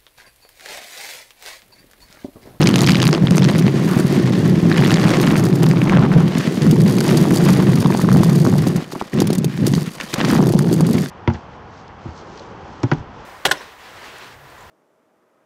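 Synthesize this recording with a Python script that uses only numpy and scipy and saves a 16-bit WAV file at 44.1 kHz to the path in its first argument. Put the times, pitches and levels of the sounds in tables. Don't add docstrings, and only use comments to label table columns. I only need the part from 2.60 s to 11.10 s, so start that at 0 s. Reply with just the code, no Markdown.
import sys
import numpy as np
from scipy import signal
from scipy.fft import rfft, irfft, next_fast_len
from scipy.io import wavfile
from scipy.ndimage import uniform_filter1d

SR = 44100
rng = np.random.default_rng(int(sys.argv[2]) if len(sys.argv) > 2 else 0)


def materialize(psi):
    bounded = np.clip(np.atleast_2d(psi).T, -1, 1)
    quanta = np.round(bounded * 32767).astype(np.int16)
    wavfile.write(sys.argv[1], SR, quanta)


N = 374850


def gain_of(db):
    return 10 ** (np.asarray(db) / 20)


def evened(x):
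    return x / np.sqrt(np.mean(x ** 2) + 1e-20)


def coloured(x, points):
    hz, db = np.transpose(points)
    size = next_fast_len(len(x), True)
    axis = np.fft.rfftfreq(size, 1 / SR)
    gain = gain_of(np.interp(np.log(axis + 1), np.log(hz), db))
    return irfft(rfft(x, size) * gain, size)[:len(x)]


def band(noise, hz, below_db, above_db):
    octaves = np.log2((np.fft.rfftfreq(noise.shape[1], 1 / SR) + 1) / hz)
    slope_db = np.where(octaves > 0, above_db, below_db)
    out = irfft(rfft(noise) * gain_of(-slope_db * octaves ** 2), noise.shape[1])
    return out / out.std(1, keepdims=True)


def clicks(per_s, spread_db):
    size = gain_of(spread_db * np.minimum(rng.exponential(1, N), 4))
    return size * (rng.random(N) < per_s / SR)


def typed(table):
    train = np.zeros(N)
    for s, db, *_ in table:
        train[min(round(s * SR), N - 1)] = gain_of(db)
    return train


def bursts(train, rise_s, fall_s):
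    t = np.arange(2048) / SR
    shape = np.exp(-t / fall_s) - np.exp(-t / rise_s)
    return signal.oaconvolve(train, shape / shape.max())[:N] * rng.standard_normal(N)


def waver(depth_db, span_s):
    s = np.arange(0, N + 64, 32) / SR
    span = max(round(span_s / s[1]), 1)
    once = uniform_filter1d(rng.standard_normal(len(s)), span)
    slow = evened(uniform_filter1d(once, span))
    return np.interp(np.arange(N) / SR, s, gain_of(depth_db * slow))


def at_times(table, column, s):
    rows = np.array(table)
    return np.interp(s, rows[:, 0], rows[:, column])


# (time [s], rumble level [dB], upper frame mode against the main one [dB], grit level [dB],
#  grit brightness [0-1], case rattle level [dB], pitch of lesser crunches [Hz], their level [dB])
ROAD = [(0.0,-10.5,-4,-25.5,0.53,-48,2600,-19), (.3,-11,-10.5,-27.5,0.44,-46.5,2870,-27),
        (.53,-13.5,-4.5,-28.5,0.43,-50,2650,-18), (.6,-14.5,-5.5,-33,0.44,-56,1590,-32),
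        (.9,-9.5,-10.5,-29,0.26,-48,1910,-17), (1.12,-16.5,-4.5,-30,0.17,-53,1300,-34),
        (1.38,-17,-3.5,-30.5,0.38,-42.5,1190,-46), (1.7,-13.5,-5,-31.5,0.05,-50.5,1271,-21),
        (2.07,-14,-3,-29.5,0.22,-51,1420,-31), (2.15,-11,-7,-29.5,0.43,-46,1700,-14.5),
        (2.47,-12,-5.5,-23.5,0.31,-44,1780,-21), (2.78,-12.5,-5.5,-23,0.76,-46.5,1195,-17),
        (2.96,-12.5,-6,-32,0.4,-47.5,990,-23), (3.33,-10.5,-9.5,-23,0.85,-53,1339,-19),
        (3.65,-13.5,-9,-31.5,0.63,-52,1168,-30), (3.85,-10,-5.5,-25.5,0,-47.5,1515,-27),
        (4.22,-10,-9.5,-35,0.2,-46.5,993,-23), (4.5,-14,-3,-27.5,0.4,-40.5,1280,-25),
        (4.9,-11.5,-5,-27,0.46,-38,982,-28), (5.15,-12,-9,-32.5,0.54,-46.5,930,-22),
        (5.6,-11,-8,-31,0.38,-42,963,-18.5), (6.1,-15.5,-8.5,-35.5,0.43,-48.5,843,-27),
        (6.58,-18,-2.5,-33.5,0.22,-57.5,1190,-22), (6.75,-15,-13,-38,0.18,-68,1220,-27),
        (7.1,-15,-10.5,-37.5,0.4,-47,1797,-26.5), (7.55,-21.5,-4,-31.5,0.36,-47,1493,-27),
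        (7.6,-23.5,0.5,-24.5,0.4,-55,1480,-27), (7.68,-19,0,-31,0.1,-43,1780,-20),
        (7.76,-13,-7,-29,0.6,-42,1505,-24), (7.8,-16,-2,-33,0.58,-48.5,902,-19.5),
        (8.05,-16,-5,-35.5,0.73,-51,844,-16), (8.5,-13.5,-5.5,-34.5,0,-45.5,902,-27)]


def curve(column):
    return at_times(ROAD, column, np.arange(N) / SR)


# (lift time [s], landing time [s], full drop of level [dB], time to die away [s])
WHEEL_LIFTS = [(1.09, 1.142, -3.5, 0.023), (1.98, 2.033, -8, 0.018), (3.69, 4.016, -8.5, 0.034),
               (5.345, 5.439, -6, 0.029), (6.186, 6.536, -18, 0.042), (6.434, 6.526, -12, 0.026),
               (6.757, 6.775, -14, .015), (6.866, 6.99, -10, 0.064), (7.184, 7.537, -20, 0.13),
               (7.548, 7.583, -16, 0.012), (7.912, 7.937, -13, 0.022), (8.385, 8.703, -17, 0.097)]
LAND_S = 0.0063


def lift_db(s):
    total = 0
    for up, down, db, fade in WHEEL_LIFTS:
        total = total + db * np.clip(np.minimum((s - up) / fade, (down - s) / LAND_S), 0, 1)
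    return total


def control(column, share):
    s = np.arange(0, N + 64, 32) / SR
    gain = gain_of(at_times(ROAD, column, s) + share * lift_db(s))
    return np.interp(np.arange(N) / SR, s, gain)


# (start time [s], length [s], level [dB], centre [Hz])
GRAINY_STRETCHES = [(0.283, .016, -20.5, 3000), (.301, .016, -24, 2600), (1.272, 0.14, -29, 1110),
                    (6.06, 0.013, -29, 700), (6.196, 0.055, -42, 2470), (6.312, 0.025, -38, 4800),
                    (6.35, .02, -42, 1300), (6.392, 0.022, -35, 2580), (6.53, 0.0074, -27, 2000),
                    (6.876, .095, -40, 1900), (7.05, .035, -33, 800), (7.167, 0.049, -41.5, 4500),
                    (7.257, 0.039, -35, 1900), (7.396, 0.058, -37.5, 1800), (7.484, .04, -38, 3500),
                    (7.527, .01, -28, 2180), (7.535, 0.013, -25, 4200), (7.58, 0.023, -32, 2580),
                    (7.597, .06, -33, 1500), (7.68, 0.069, -33, 1100), (7.825, .01, -24, 800)]
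STRETCH_EDGE_S = 0.0045


def grainy_stretches():
    out = np.zeros(N)
    for s, length, db, hz in GRAINY_STRETCHES:
        t = np.arange(0, length, 1 / SR)
        roughness_db = 2.7 * evened(uniform_filter1d(rng.standard_normal(SR // 4), 60))
        grain = gain_of(roughness_db) * rng.standard_normal(SR // 4)
        wide = evened(coloured(grain, [(hz / 8, -22), (hz, 0), (hz * 8, -30)]))[:len(t)]
        edges = np.clip(np.minimum(t, length - t) / STRETCH_EDGE_S, 0, 1)
        out[round(s * SR):][:len(t)] += gain_of(db) * wide * edges
    return out


PATCH_DB, PATCH_S = 2, 0.037
# (time [s], relative level [dB])
CASE_KNOCKS = [(.0144,-11), (.0386,-14), (.0882,-9), (.158,-7), (.19,-15), (.2174,-5.5), (.2326,-13),
               (.3187,-17), (.4234,-9), (.4529,-8), (.4768,-9), (.4938,-17), (.7085,-13), (.7577,-11),
               (.7694,-11), (.7918,-17), (.9827,-12), (.9941,-9.5), (1.399,-10.5), (2.1732,-14),
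               (2.2433,-13.5), (2.2737,-11), (2.3139,-12), (2.3246,-14), (2.5157,-20), (2.6135,-7),
               (2.6641,-16.5), (2.6813,-13), (2.7646,-14), (2.7771,-11), (2.8392,-13), (2.8527,-11),
               (2.9562,-12.5), (3.0315,-7), (3.0612,-14), (3.0879,-14), (3.7828,-11), (4.02,-19),
               (4.1116,-8), (4.2033,-13), (4.2171,-17), (4.368,-16), (4.3844,-15), (4.4054,-9),
               (4.4401,-12), (4.4643,-17), (4.5062,-13), (4.5723,-7), (4.6329,-20), (4.7429,-10),
               (4.7713,-8), (4.8509,-10), (4.886,-9), (4.903,-11), (4.9299,-8), (5.1183,-18), (5.1562,-12),
               (5.2031,-15), (5.2205,-14), (5.3729,-12), (5.4011,-15), (5.4168,-11.5), (5.5281,-10),
               (5.5401,-15), (5.5705,-14), (5.6338,-11.5), (5.6957,-13.5), (5.7583,-11.5), (5.8,-13),
               (5.8262,-32), (5.8479,-13), (5.9828,-13.5), (6.0711,-7.5), (6.0846,-15), (6.1626,-13.5),
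               (6.5395,-20.5), (6.6029,-4), (6.6191,-8), (6.6717,-8.5), (6.7038,-13), (6.7304,-7.5),
               (6.7513,-11), (6.783,-8.5), (6.8451,-6.5), (7.0676,-4), (7.0798,-9.5), (7.1367,-18),
               (7.151,-31), (7.5408,-10), (7.745,-14), (7.87,-14), (7.8907,-12), (7.9229,-12), (7.99,-10.5),
               (8.0224,-15), (8.1282,-9.5), (8.1392,-10), (8.2077,-10), (8.2674,-12.5), (8.3307,-10),
               (8.3856,-15)]
# (frequency [Hz], gain [dB])
CASE_COLOUR = [(2500, -12), (3700, -6), (4150, -7.5), (4650, 0.5), (5150, -6.5), (6750, -5), (7600, -9.5),
               (9700, -6.5), (10500, -11), (11200, -10.5), (11900, -9.5), (12500, -13.5), (13400, -9),
               (14300, -20), (15100, -16), (16000, -24)]
RATTLE_SHARE = 0.17


def rattle():
    knocks = typed(CASE_KNOCKS)
    bounced = knocks + 0.49 * np.roll(knocks, round(0.00357 * SR))
    taps = bursts(bounced, 0.00014, 0.00044)
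    loud = gain_of(1.5) * (taps + 0.21 * bursts(knocks, 0.0026, 0.0028))
    small = evened(bursts(clicks(per_s=170, spread_db=1.0), 0.0001, 0.0015))
    buzz = gain_of(6.5) * small + gain_of(1.0) * rng.standard_normal(N)
    airy_points = [(3000, 26), (6000, 11.0), (10000, -24.0), (16000, -33)]
    airy = evened(coloured(rng.standard_normal(N), airy_points))
    level = control(column=5, share=RATTLE_SHARE) * waver(PATCH_DB, PATCH_S)
    case = coloured(loud + gain_of(8.0) * buzz * level, CASE_COLOUR)
    return case + airy * (0.5 * level + gain_of(-84.0))


def downswing(frame):
    return np.sin(np.angle(signal.hilbert(frame, next_fast_len(N))[:N]))


# (frequency [Hz], relative level [dB per Hz])
DULL_GRIT = [(250, -56), (500, 6), (800, 1), (950, -4), (1060, 3.5), (1200, -0.5), (1400, -2), (1650, -1),
             (1830, 2.5), (2000, 0), (2300, -3), (2700, -4.5), (3300, -5), (6000, -11.5), (14000, -33)]
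# (frequency [Hz], relative level [dB per Hz])
BRIGHT_GRIT = [(400, 23), (1000, 22.5), (2000, 10), (4000, -2.5), (8000, -33), (12000, -47.5), (16000, -48)]
GRIT_SHARE = 0.34
DOWNSWING_DB = 1.5


def grit_bed(down):
    small = evened(bursts(clicks(per_s=330, spread_db=4.0), 0.0013, 0.0029))
    coarse_db = np.clip(0.5 * (curve(column=7) - curve(column=3)) - 1.5, -12, 9)
    mixed = gain_of(coarse_db) * small + rng.standard_normal(N)
    bed = mixed / np.sqrt(1 + gain_of(2 * coarse_db))
    bright = np.clip(curve(column=4), 0, 1)
    dull_part = (1 - bright) * evened(coloured(bed, DULL_GRIT))
    bright_part = bright * evened(coloured(bed, BRIGHT_GRIT))
    level = control(column=3, share=GRIT_SHARE) * waver(PATCH_DB, PATCH_S)
    return (dull_part + bright_part) * level * gain_of(DOWNSWING_DB * down)


# (time of the middle [s], body level [dB], body pitch [Hz], basic length [ms], bright snap level [dB])
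LOUD_CRUNCHES = [(0.0076, -14, 1530, 1, -24), (0.0158, -22.0, 2270, 1.96, -24),
                 (0.0256, -12.5, 2390, 1.7, -15.5), (0.0319, -16, 1130, 0.45, -14),
                 (0.0409, -15, 1650, 0.4, -26), (0.0573, -23, 1870, 0.93, -23.0),
                 (0.0615, -19, 1170, 0.45, -15), (0.0727, -13.0, 2200, 1.5, -9),
                 (0.08, -23.0, 2180, 0.66, -23), (0.0912, -16.0, 1750, 0.83, -14),
                 (0.1018, -20, 2460, 0.56, -26), (0.112, -21.0, 2470, 0.59, -23),
                 (0.1415, -22, 1300, 0.47, -10), (0.1589, -11, 2270, 0.5, -10),
                 (0.1832, -19.0, 2100, 0.66, -19), (0.1904, -28, 1770, 0.6, -15),
                 (0.2076, -23.0, 2140, 0.59, -12), (0.2179, -24, 1550, 0.4, -18),
                 (0.2278, -14.5, 825, 0.73, -28), (0.2341, -24.5, 2210, 1.13, -20),
                 (0.24, -15, 1380, 0.77, -20.5), (0.2443, -17, 1590, 0.63, -14.5),
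                 (0.2651, -22, 2010, 0.46, -13), (0.2743, -15.0, 1690, 1.2, -10.5),
                 (0.2893, -8, 2150, 0.59, -16), (0.2947, -11.5, 2290, 1.8, -17),
                 (0.3062, -14, 2130, 0.94, -20), (0.3192, -23, 2290, 0.96, -12),
                 (0.334, -19.5, 2080, 1.2, -19), (0.3473, -21, 1700, 0.68, -13.5),
                 (0.3555, -28, 2550, 0.54, -9.5), (0.3686, -23, 1890, 1.2, -19),
                 (0.4017, -16.5, 2030, 1.07, -16.5), (0.4185, -21.5, 2430, 0.87, -13),
                 (0.4291, -14.5, 1730, 1.91, -15.5), (0.4406, -16, 1620, 0.65, -14),
                 (0.4544, -22.5, 1860, 0.46, -16.0), (0.4692, -19, 2510, 0.48, -9),
                 (0.4774, -15, 2070, 0.53, -17), (0.4903, -10.5, 1780, 0.52, -22),
                 (0.5295, -14.5, 1340, 0.77, -13), (0.54, -21, 2020, 0.57, -21),
                 (0.5495, -16, 2610, 0.6, -22), (0.5794, -19, 1200, 0.85, -30),
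                 (0.6716, -11.5, 2200, 0.55, -18), (0.683, -20.5, 1640, 0.59, -33),
                 (0.7092, -19, 1340, 0.5, -19.5), (0.7218, -21, 1380, 0.65, -26.0),
                 (0.7505, -17, 1700, 0.5, -35), (0.7702, -17, 1200, 0.59, -23.0),
                 (0.7814, -9.5, 1390, 0.51, -12.5), (0.8223, -16, 1700, 0.79, -19),
                 (0.8315, -25, 900, 2.5, -23), (0.8438, -20, 2590, 0.7, -17),
                 (0.85, -17, 1730, 0.54, -18.5), (0.8886, -12, 2580, 0.44, -24),
                 (0.9001, -19.0, 1760, 0.6, -31.0), (0.9087, -22, 1580, 0.49, -37),
                 (0.9163, -20, 1120, 0.86, -33), (0.9509, -15, 1650, 0.44, -29.5),
                 (0.9578, -17.0, 2010, 0.94, -27), (0.9886, -21.0, 1910, 0.48, -18),
                 (1.0134, -23, 1390, 0.63, -39.0), (1.0245, -22.5, 2330, 0.53, -28),
                 (1.0666, -23, 1280, 0.72, -23), (1.0805, -14.0, 1970, 0.62, -36),
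                 (1.3693, -19.0, 750, 1.22, -47.0), (1.6753, -27, 1780, 1.5, -37),
                 (1.8574, -30, 1120, 0.72, -39), (2.0547, -23, 1380, 0.61, -40),
                 (2.1159, -11.5, 1400, 1.4, -23), (2.1264, -16.0, 1780, 0.59, -20),
                 (2.143, -19, 1820, 1.3, -34), (2.1495, -20.5, 1860, 1.01, -33),
                 (2.1667, -20.5, 1790, 0.68, -26), (2.182, -15, 1460, 0.51, -27),
                 (2.2038, -22, 2430, 1.18, -32), (2.2134, -16, 770, 0.81, -24.5),
                 (2.2236, -13, 1810, 0.68, -27), (2.2389, -15, 2060, 1.59, -49.0),
                 (2.2497, -18, 2140, 2.19, -26), (2.2619, -16, 2220, 0.89, -19.5),
                 (2.2784, -16.5, 1720, 0.54, -29.5), (2.2978, -17.5, 1330, 1.2, -26.0),
                 (2.3072, -12.5, 2040, 0.77, -19), (2.3174, -12, 1930, 0.97, -21),
                 (2.3416, -19, 1950, 1.4, -15), (2.3599, -20.0, 1690, 0.6, -22),
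                 (2.3718, -12, 1740, 0.56, -17), (2.3835, -13, 1620, 0.48, -34),
                 (2.3978, -20, 1990, 0.4, -20), (2.4155, -21, 1740, 0.4, -21),
                 (2.4321, -17, 1350, 0.51, -23), (2.4529, -15.5, 1460, 0.58, -30),
                 (2.458, -14, 960, 0.45, -49.0), (2.4679, -18, 1390, 0.62, -28),
                 (2.4748, -13, 1610, 0.65, -24.0), (2.4823, -14.5, 1490, 1.25, -26),
                 (2.4929, -16, 1090, 0.97, -21), (2.5051, -14, 1540, 0.44, -17),
                 (2.5109, -21, 880, 1.29, -36.5), (2.5707, -21, 1880, 0.62, -22.0),
                 (2.6, -17, 1770, 0.43, -16.5), (2.6091, -19, 1090, 0.57, -30.5),
                 (2.6303, -20.5, 1720, 0.7, -23.0), (2.6399, -14, 2170, 0.47, -28),
                 (2.6566, -20.5, 1520, 0.57, -32), (2.6702, -20, 2120, 1, -26),
                 (2.6752, -14, 1540, 0.46, -21), (2.6905, -19.0, 1200, 0.38, -40.5),
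                 (2.7081, -13.5, 2010, 0.6, -29), (2.7337, -18, 1010, 0.83, -33.5),
                 (2.7571, -15, 1350, 1, -27), (2.7685, -13.5, 1500, 0.34, -27.5),
                 (2.835, -21, 980, 0.54, -49.0), (2.8452, -20.0, 1120, 0.79, -29),
                 (2.867, -22.0, 1180, 1.52, -28), (2.8873, -23, 1090, 0.49, -42.5),
                 (2.9285, -21, 2450, 0.52, -35), (3.0004, -21.5, 810, 0.65, -38.0),
                 (3.0265, -23, 1120, 0.71, -31.5), (3.0321, -20.5, 1390, 1.7, -26),
                 (3.041, -15.5, 1630, 0.54, -27.5), (3.0663, -16.5, 1430, 0.86, -23),
                 (3.1129, -12, 1850, 0.5, -18.5), (3.136, -17, 900, 0.61, -49.0),
                 (3.1712, -18, 1500, 0.69, -34), (3.2172, -12, 1430, 0.58, -38),
                 (3.2739, -19.5, 1670, 0.53, -36), (3.2967, -11, 1460, 0.69, -21),
                 (3.3178, -19.5, 1280, 0.49, -39), (3.323, -13.5, 1000, 0.85, -29.0),
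                 (3.3363, -16, 1290, 1, -33), (3.35, -14, 1270, 0.4, -30), (3.3652, -12, 1330, 0.64, -34),
                 (3.3719, -7, 1350, 0.8, -27), (3.3847, -17, 1230, 1.27, -44),
                 (3.3929, -18, 1160, 1.2, -27.5), (3.4282, -25, 1000, 0.47, -40),
                 (3.4515, -14, 1440, 0.43, -39), (3.4629, -16.0, 1025, 0.64, -32.5),
                 (3.5178, -15, 1330, 0.46, -40), (3.5227, -20.0, 1050, 0.52, -44),
                 (3.5268, -19, 1360, 0.78, -46), (3.5389, -20, 1110, 1, -29.5),
                 (3.606, -16, 900, 0.69, -39.0), (3.6802, -24, 2370, 1.35, -37),
                 (3.7523, -24.5, 1740, 1.5, -27), (3.8743, -23.0, 2020, 0.66, -35),
                 (3.9744, -22.0, 1620, 0.46, -40), (4.0207, -36, 1825, 1.9, -25),
                 (4.0657, -19, 1060, 0.54, -49.0), (4.1117, -29.5, 1910, 0.36, -23),
                 (4.1616, -22.0, 940, 1.35, -49.0), (4.2095, -26, 1740, 0.93, -33),
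                 (4.3793, -19, 1113, 0.49, -32), (4.3848, -22, 1630, 0.54, -21),
                 (4.41, -17.5, 1530, 1.3, -24.5), (4.4527, -24, 1520, 0.68, -33.5),
                 (4.4793, -17, 836, 1.24, -24), (4.4916, -19.0, 2140, 1, -21.5),
                 (4.5135, -18, 1370, 0.8, -31.0), (4.5744, -21.5, 874, 1.11, -31),
                 (4.6545, -15, 1010, 0.61, -30.5), (4.6789, -21.5, 850, 0.94, -44),
                 (4.708, -16.5, 1450, 0.44, -33.5), (4.7132, -17, 970, 0.48, -32.5),
                 (4.7628, -17, 810, 0.72, -49.0), (4.8068, -18, 1260, 0.7, -49.0),
                 (4.8669, -15, 1060, 1.7, -29.0), (4.8771, -16, 1420, 0.46, -28.5),
                 (4.8883, -11, 1650, 0.4, -21), (4.8919, -11, 970, 0.49, -45.0),
                 (4.8986, -17, 850, 0.41, -31.0), (4.9382, -24, 1330, 0.4, -20),
                 (4.9961, -21.0, 730, 1.2, -49.0), (5.0051, -25, 860, 0.77, -34),
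                 (5.0915, -20, 990, 1.3, -49.0), (5.1339, -18.5, 1730, 0.48, -29),
                 (5.2269, -20, 1040, 1.4, -26), (5.247, -19.0, 910, 1.2, -27),
                 (5.2601, -11, 980, 1.5, -24.5), (5.3046, -16.5, 925, 3.0, -35),
                 (5.3236, -19, 1460, 1.51, -34), (5.3494, -10, 880, 0.8, -24),
                 (5.3732, -25, 1000, 0.9, -37), (5.3956, -16.0, 864, 1.4, -44),
                 (5.4036, -27, 1290, 0.36, -34.0), (5.4463, -21, 1060, 1.44, -38.5),
                 (5.489, -10, 1020, 0.79, -29.0), (5.5168, -15, 1190, 0.88, -35),
                 (5.5274, -22, 1500, 0.51, -31), (5.5495, -16, 1100, 0.51, -49.0),
                 (5.5631, -15.5, 860, 1.2, -30), (5.6341, -11.5, 1010, 0.84, -37),
                 (5.6902, -13, 940, 0.58, -31.5), (5.6983, -24, 1100, 0.89, -33),
                 (5.7214, -20, 696, 1.2, -49.0), (5.8512, -12, 920, 0.47, -39.5),
                 (5.8659, -17.5, 1100, 1.6, -34), (5.8715, -22, 960, 1.13, -29),
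                 (5.9272, -21.0, 833, 1.9, -34.5), (5.9402, -18.5, 1260, 0.59, -38.0),
                 (5.9553, -17, 740, 0.85, -36.5), (6.0684, -19, 700, 0.61, -28),
                 (6.3223, -21.5, 1440, 0.46, -39.5), (6.3515, -24.0, 990, 0.61, -49.0),
                 (6.3558, -20.5, 930, 0.87, -40.5), (6.414, -11.5, 850, 0.69, -36.5),
                 (6.4221, -20, 872, 0.66, -35), (6.5873, -17, 1900, 0.6, -33.5),
                 (6.6044, -33, 1840, 0.35, -27), (6.6198, -12, 784, 0.88, -31),
                 (6.6735, -26.5, 2275, 0.4, -26), (6.7048, -46.5, 2220, 1.16, -26),
                 (6.8453, -42, 2070, 0.4, -34), (6.9762, -26, 1690, 0.82, -30),
                 (7.0677, -31.5, 1210, 0.4, -25), (7.1376, -18, 2050, 1.8, -19.5),
                 (7.1516, -33, 2480, 1, -22), (7.1806, -20.5, 1135, 0.69, -38.0),
                 (7.4021, -23, 1920, 2.2, -31), (7.4112, -21, 2250, 1.5, -27.5),
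                 (7.5412, -15, 1570, 0.65, -13.5), (7.5935, -16, 1110, 0.49, -31),
                 (7.604, -11, 1530, 0.51, -34), (7.6081, -16.5, 1710, 0.76, -28),
                 (7.6132, -12.5, 1590, 0.98, -19), (7.641, -15, 1150, 0.79, -35),
                 (7.6488, -13.5, 1810, 0.77, -20), (7.6523, -21.5, 1870, 0.4, -19),
                 (7.6867, -36, 1060, 0.8, -23), (7.7024, -21, 1810, 2.1, -22.5),
                 (7.709, -12, 1200, 0.49, -49.0), (7.7133, -20, 1270, 0.4, -45.5),
                 (7.7257, -14, 1070, 0.52, -27), (7.7342, -12, 1040, 0.65, -36.0),
                 (7.7527, -10.5, 1040, 0.58, -33), (7.7649, -27, 1670, 1.22, -25),
                 (7.7915, -15, 735, 1.51, -40.5), (7.8055, -14, 820, 0.87, -41.0),
                 (7.8264, -19, 810, 1.2, -28), (7.87, -17, 790, 0.82, -28), (7.9375, -15, 772, 0.67, -26),
                 (7.9927, -15.5, 1120, 0.53, -35), (8.2069, -16, 710, 2.4, -35.0),
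                 (8.2296, -22.5, 728, 1.2, -45), (8.2898, -22, 960, 0.92, -44),
                 (8.3823, -29, 2040, 1.2, -28), (8.4601, -22.5, 1660, 0.82, -28)]
CRUNCH_MS = 1.55
LESSER_GAP_S, LESSER_SPREAD_DB, LESSER_OCTAVES = 0.011, 0.5, 0.77
LESSER_DB = -11.5
LESSER_SNAP_DB = -4


def lesser_crunches(down):
    place, size, tone = rng.random((1000, 3)).T
    s = (np.arange(len(place)) + place) * LESSER_GAP_S
    swings = signal.find_peaks(down, height=0.9)[0] / SR
    s = swings[np.minimum(np.searchsorted(swings, s), len(swings) - 1)]
    db = at_times(ROAD, 7, s) + LESSER_DB + GRIT_SHARE * lift_db(s)
    db = db - LESSER_SPREAD_DB * np.log(size + 0.2)
    hz = at_times(ROAD, 6, s) * 2 ** (LESSER_OCTAVES * (2 * tone - 1))
    snap_db = db + LESSER_SNAP_DB * np.log2(4000 / hz)
    clear = abs(s[:, None] - np.array(LOUD_CRUNCHES)[:, 0]).min(1) > 0.005
    fresh = np.diff(s, prepend=0) > 0
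    return np.transpose([s, db, hz, CRUNCH_MS * (0.5 + place), snap_db])[clear & fresh]


SNAP_HZ, SNAP_OCTAVES = 3760, 0.3
RING_CYCLES, CRUMBLE_MS = 0.17, 0.2
ATTACK_SHARE = 0.7


def crunches(down):
    t = np.arange(-512, 512) / SR
    rows = np.concatenate([LOUD_CRUNCHES, lesser_crunches(down)])
    s, db, hz, ms, snap_db = rows.T[:, :, None]
    noise = rng.standard_normal((len(s), len(t) + 2))
    puff = band(noise[:, 2:], hz, below_db=0.5, above_db=13.0)
    snap_hz = SNAP_HZ * 2 ** (SNAP_OCTAVES * np.clip(noise[:, 1:2], -1, 1))
    snap = band(noise[:, :1:-1], snap_hz, below_db=8.5, above_db=13.5)
    woody = np.clip(1.4 - hz / 1200, 0.25, 0.6)
    tone = 1.08 * np.sin(2 * np.pi * hz * t + 10 * noise[:, :1])
    body = (1 - woody) * puff + woody * tone
    lengths = np.array([ms + 1000 * RING_CYCLES / hz, ms + CRUMBLE_MS])
    side = np.where(t < 0, ATTACK_SHARE, 2 - ATTACK_SHARE)
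    swell = np.exp(-(1000 * t / (lengths * side)) ** 2)
    energy = (swell ** 2).sum(2, keepdims=True) + 3.6
    both = np.array([body, snap]) * swell
    both = both / np.linalg.norm(both, axis=2, keepdims=True)
    both = gain_of([db, snap_db]) * np.sqrt(energy) * both
    padded = np.zeros(N + len(t))
    at = np.round(s * SR).astype(int) + np.arange(len(t))
    np.add.at(padded, at, both.sum(0))
    return padded[len(t) // 2:][:N]


# (time of the middle [s], relative level [dB], pitch [Hz])
THUMPS = [(0.142, -2, 166), (0.64, 5.5, 160), (0.712, 3.5, 181), (.835, -4, 200), (.96, -3, 190),
          (1.044, -1, 191), (1.068, 3, 189), (1.145, -4, 197), (1.368, 3.5, 187), (1.396, -3, 334),
          (1.45, 4, 175), (1.578, 0, 217), (1.858, -19, 195), (1.981, 0, 179), (2.056, 1, 177),
          (2.267, -4, 198), (2.456, -3, 181), (2.678, -4, 190), (2.827, -4, 176), (3.584, 0, 198),
          (3.757, -3, 219), (3.778, -3.5, 237), (3.877, -0.5, 210), (3.979, -1, 194), (4.068, 0.5, 210),
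          (4.13, 2.5, 198), (4.516, 3, 189), (4.714, -1, 234), (5.091, -0.5, 175), (5.144, 0, 205),
          (5.253, 0.5, 208.5), (5.306, -8, 281), (5.439, -2, 271), (5.45, -13, 164), (5.522, -10.5, 178.5),
          (5.609, -4, 163), (5.874, 2.5, 266), (5.934, 1, 173), (6.012, -9, 180), (6.071, 0, 266),
          (6.159, -1.5, 179), (6.224, -14, 261), (6.335, -14.5, 350.5), (6.362, -14, 267),
          (6.423, -12.5, 380), (6.46, -26, 198), (6.554, -11, 240), (6.58, -0.5, 172), (6.599, -8, 290),
          (6.62, 1, 318), (6.673, -24, 326), (6.704, -1, 340), (6.731, -11, 350), (6.751, -18, 354),
          (6.787, -2.5, 198), (6.845, -5.5, 360), (6.865, -9, 168), (6.98, -15, 191), (7.026, 0, 223),
          (7.042, -1, 208), (7.076, -2, 339), (7.137, -2.5, 212), (7.178, -3, 180), (7.221, -11, 164),
          (7.277, -11, 187), (7.313, -24, 194.6), (7.374, -31, 208), (7.412, -27, 296), (7.44, -20.5, 200),
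          (7.546, -12, 200), (7.643, -4, 288), (7.695, -7, 220), (7.727, -0.5, 231), (7.759, -1, 211),
          (7.795, 1, 221), (7.807, -16, 290), (7.827, -4, 320), (7.868, -5, 339), (7.903, -2.5, 297),
          (7.952, 4.5, 199), (8.014, -9, 194), (8.113, -7.5, 189), (8.129, -3, 340), (8.208, -3, 295),
          (8.231, -1, 207), (8.306, -1, 203), (8.352, 2, 179), (8.378, -6, 236), (8.41, -11, 198)]
THUMP_RISE, THUMP_FALL = 0.484, 1.05
OVERTONE = 0.19


def thumps():
    t = np.arange(-512, 2048) / SR
    out = np.zeros(N + len(t))
    for (s, db, hz), turn in zip(THUMPS, rng.random(len(THUMPS))):
        swell = np.where(t < 0, np.exp(-(hz * t / THUMP_RISE) ** 2), np.exp(-hz * t / THUMP_FALL))
        low = swell * np.sin(2 * np.pi * (hz * t + turn))
        knock = OVERTONE * swell ** 2 * np.sin(2 * np.pi * (2.11 * hz * t + 3 * turn))
        out[round(s * SR):][:len(t)] += gain_of(db - 2.0) * (low + knock)
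    high = signal.butter(N=3, Wn=85, btype="high", fs=SR, output="sos")
    return signal.sosfilt(high, out[512:][:N])


# (frequency [Hz], relative level [dB per Hz])
MAIN_MODE = [(20, -86), (45, -56), (60, -34.5), (100, -10.5), (133, 0.5), (160, 3), (190, 1), (235, -12),
             (300, -19), (1000, -95)]
# (frequency [Hz], relative level [dB per Hz])
UPPER_MODE = [(60, -70), (150, -17.5), (230, -2.5), (290, -2), (350, -0.5), (400, -4), (460, -10.5),
              (560, -16.5), (1000, -30.5), (3000, -84)]
SWELL_DB, SWELL_S = 1.5, 0.037


def rumble():
    kicks = clicks(per_s=900, spread_db=2.5) * rng.choice([-1., 1.], N)
    stones = clicks(per_s=250, spread_db=3.5) * rng.choice([-1., 1.], N)
    main_gain = waver(SWELL_DB, SWELL_S) * gain_of(0.24 * lift_db(np.arange(N) / SR))
    main = main_gain * evened(coloured(kicks, MAIN_MODE))
    lumpy = 0.7 * evened(kicks) + evened(stones)
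    upper = gain_of(curve(column=2) + 0.37) * evened(coloured(lumpy, UPPER_MODE))
    return (main + upper) * gain_of(-1.0) * control(column=1, share=0.99) + thumps()


def scene():
    frame = rumble()
    down = downswing(frame)
    grit = grit_bed(down) + crunches(down)
    return (grainy_stretches() + rattle() + grit + frame)[None]


CEILING = 0.735
EDGE_HZ = 15780


def record(dry):
    held = dry / (1 + abs(dry / CEILING) ** 4) ** (1 / 4)
    lowpass = signal.firwin(511, EDGE_HZ, window=("kaiser", 9), fs=SR)
    return signal.oaconvolve(held, lowpass[None], "same")


dry = scene()
out = record(dry)
materialize(out)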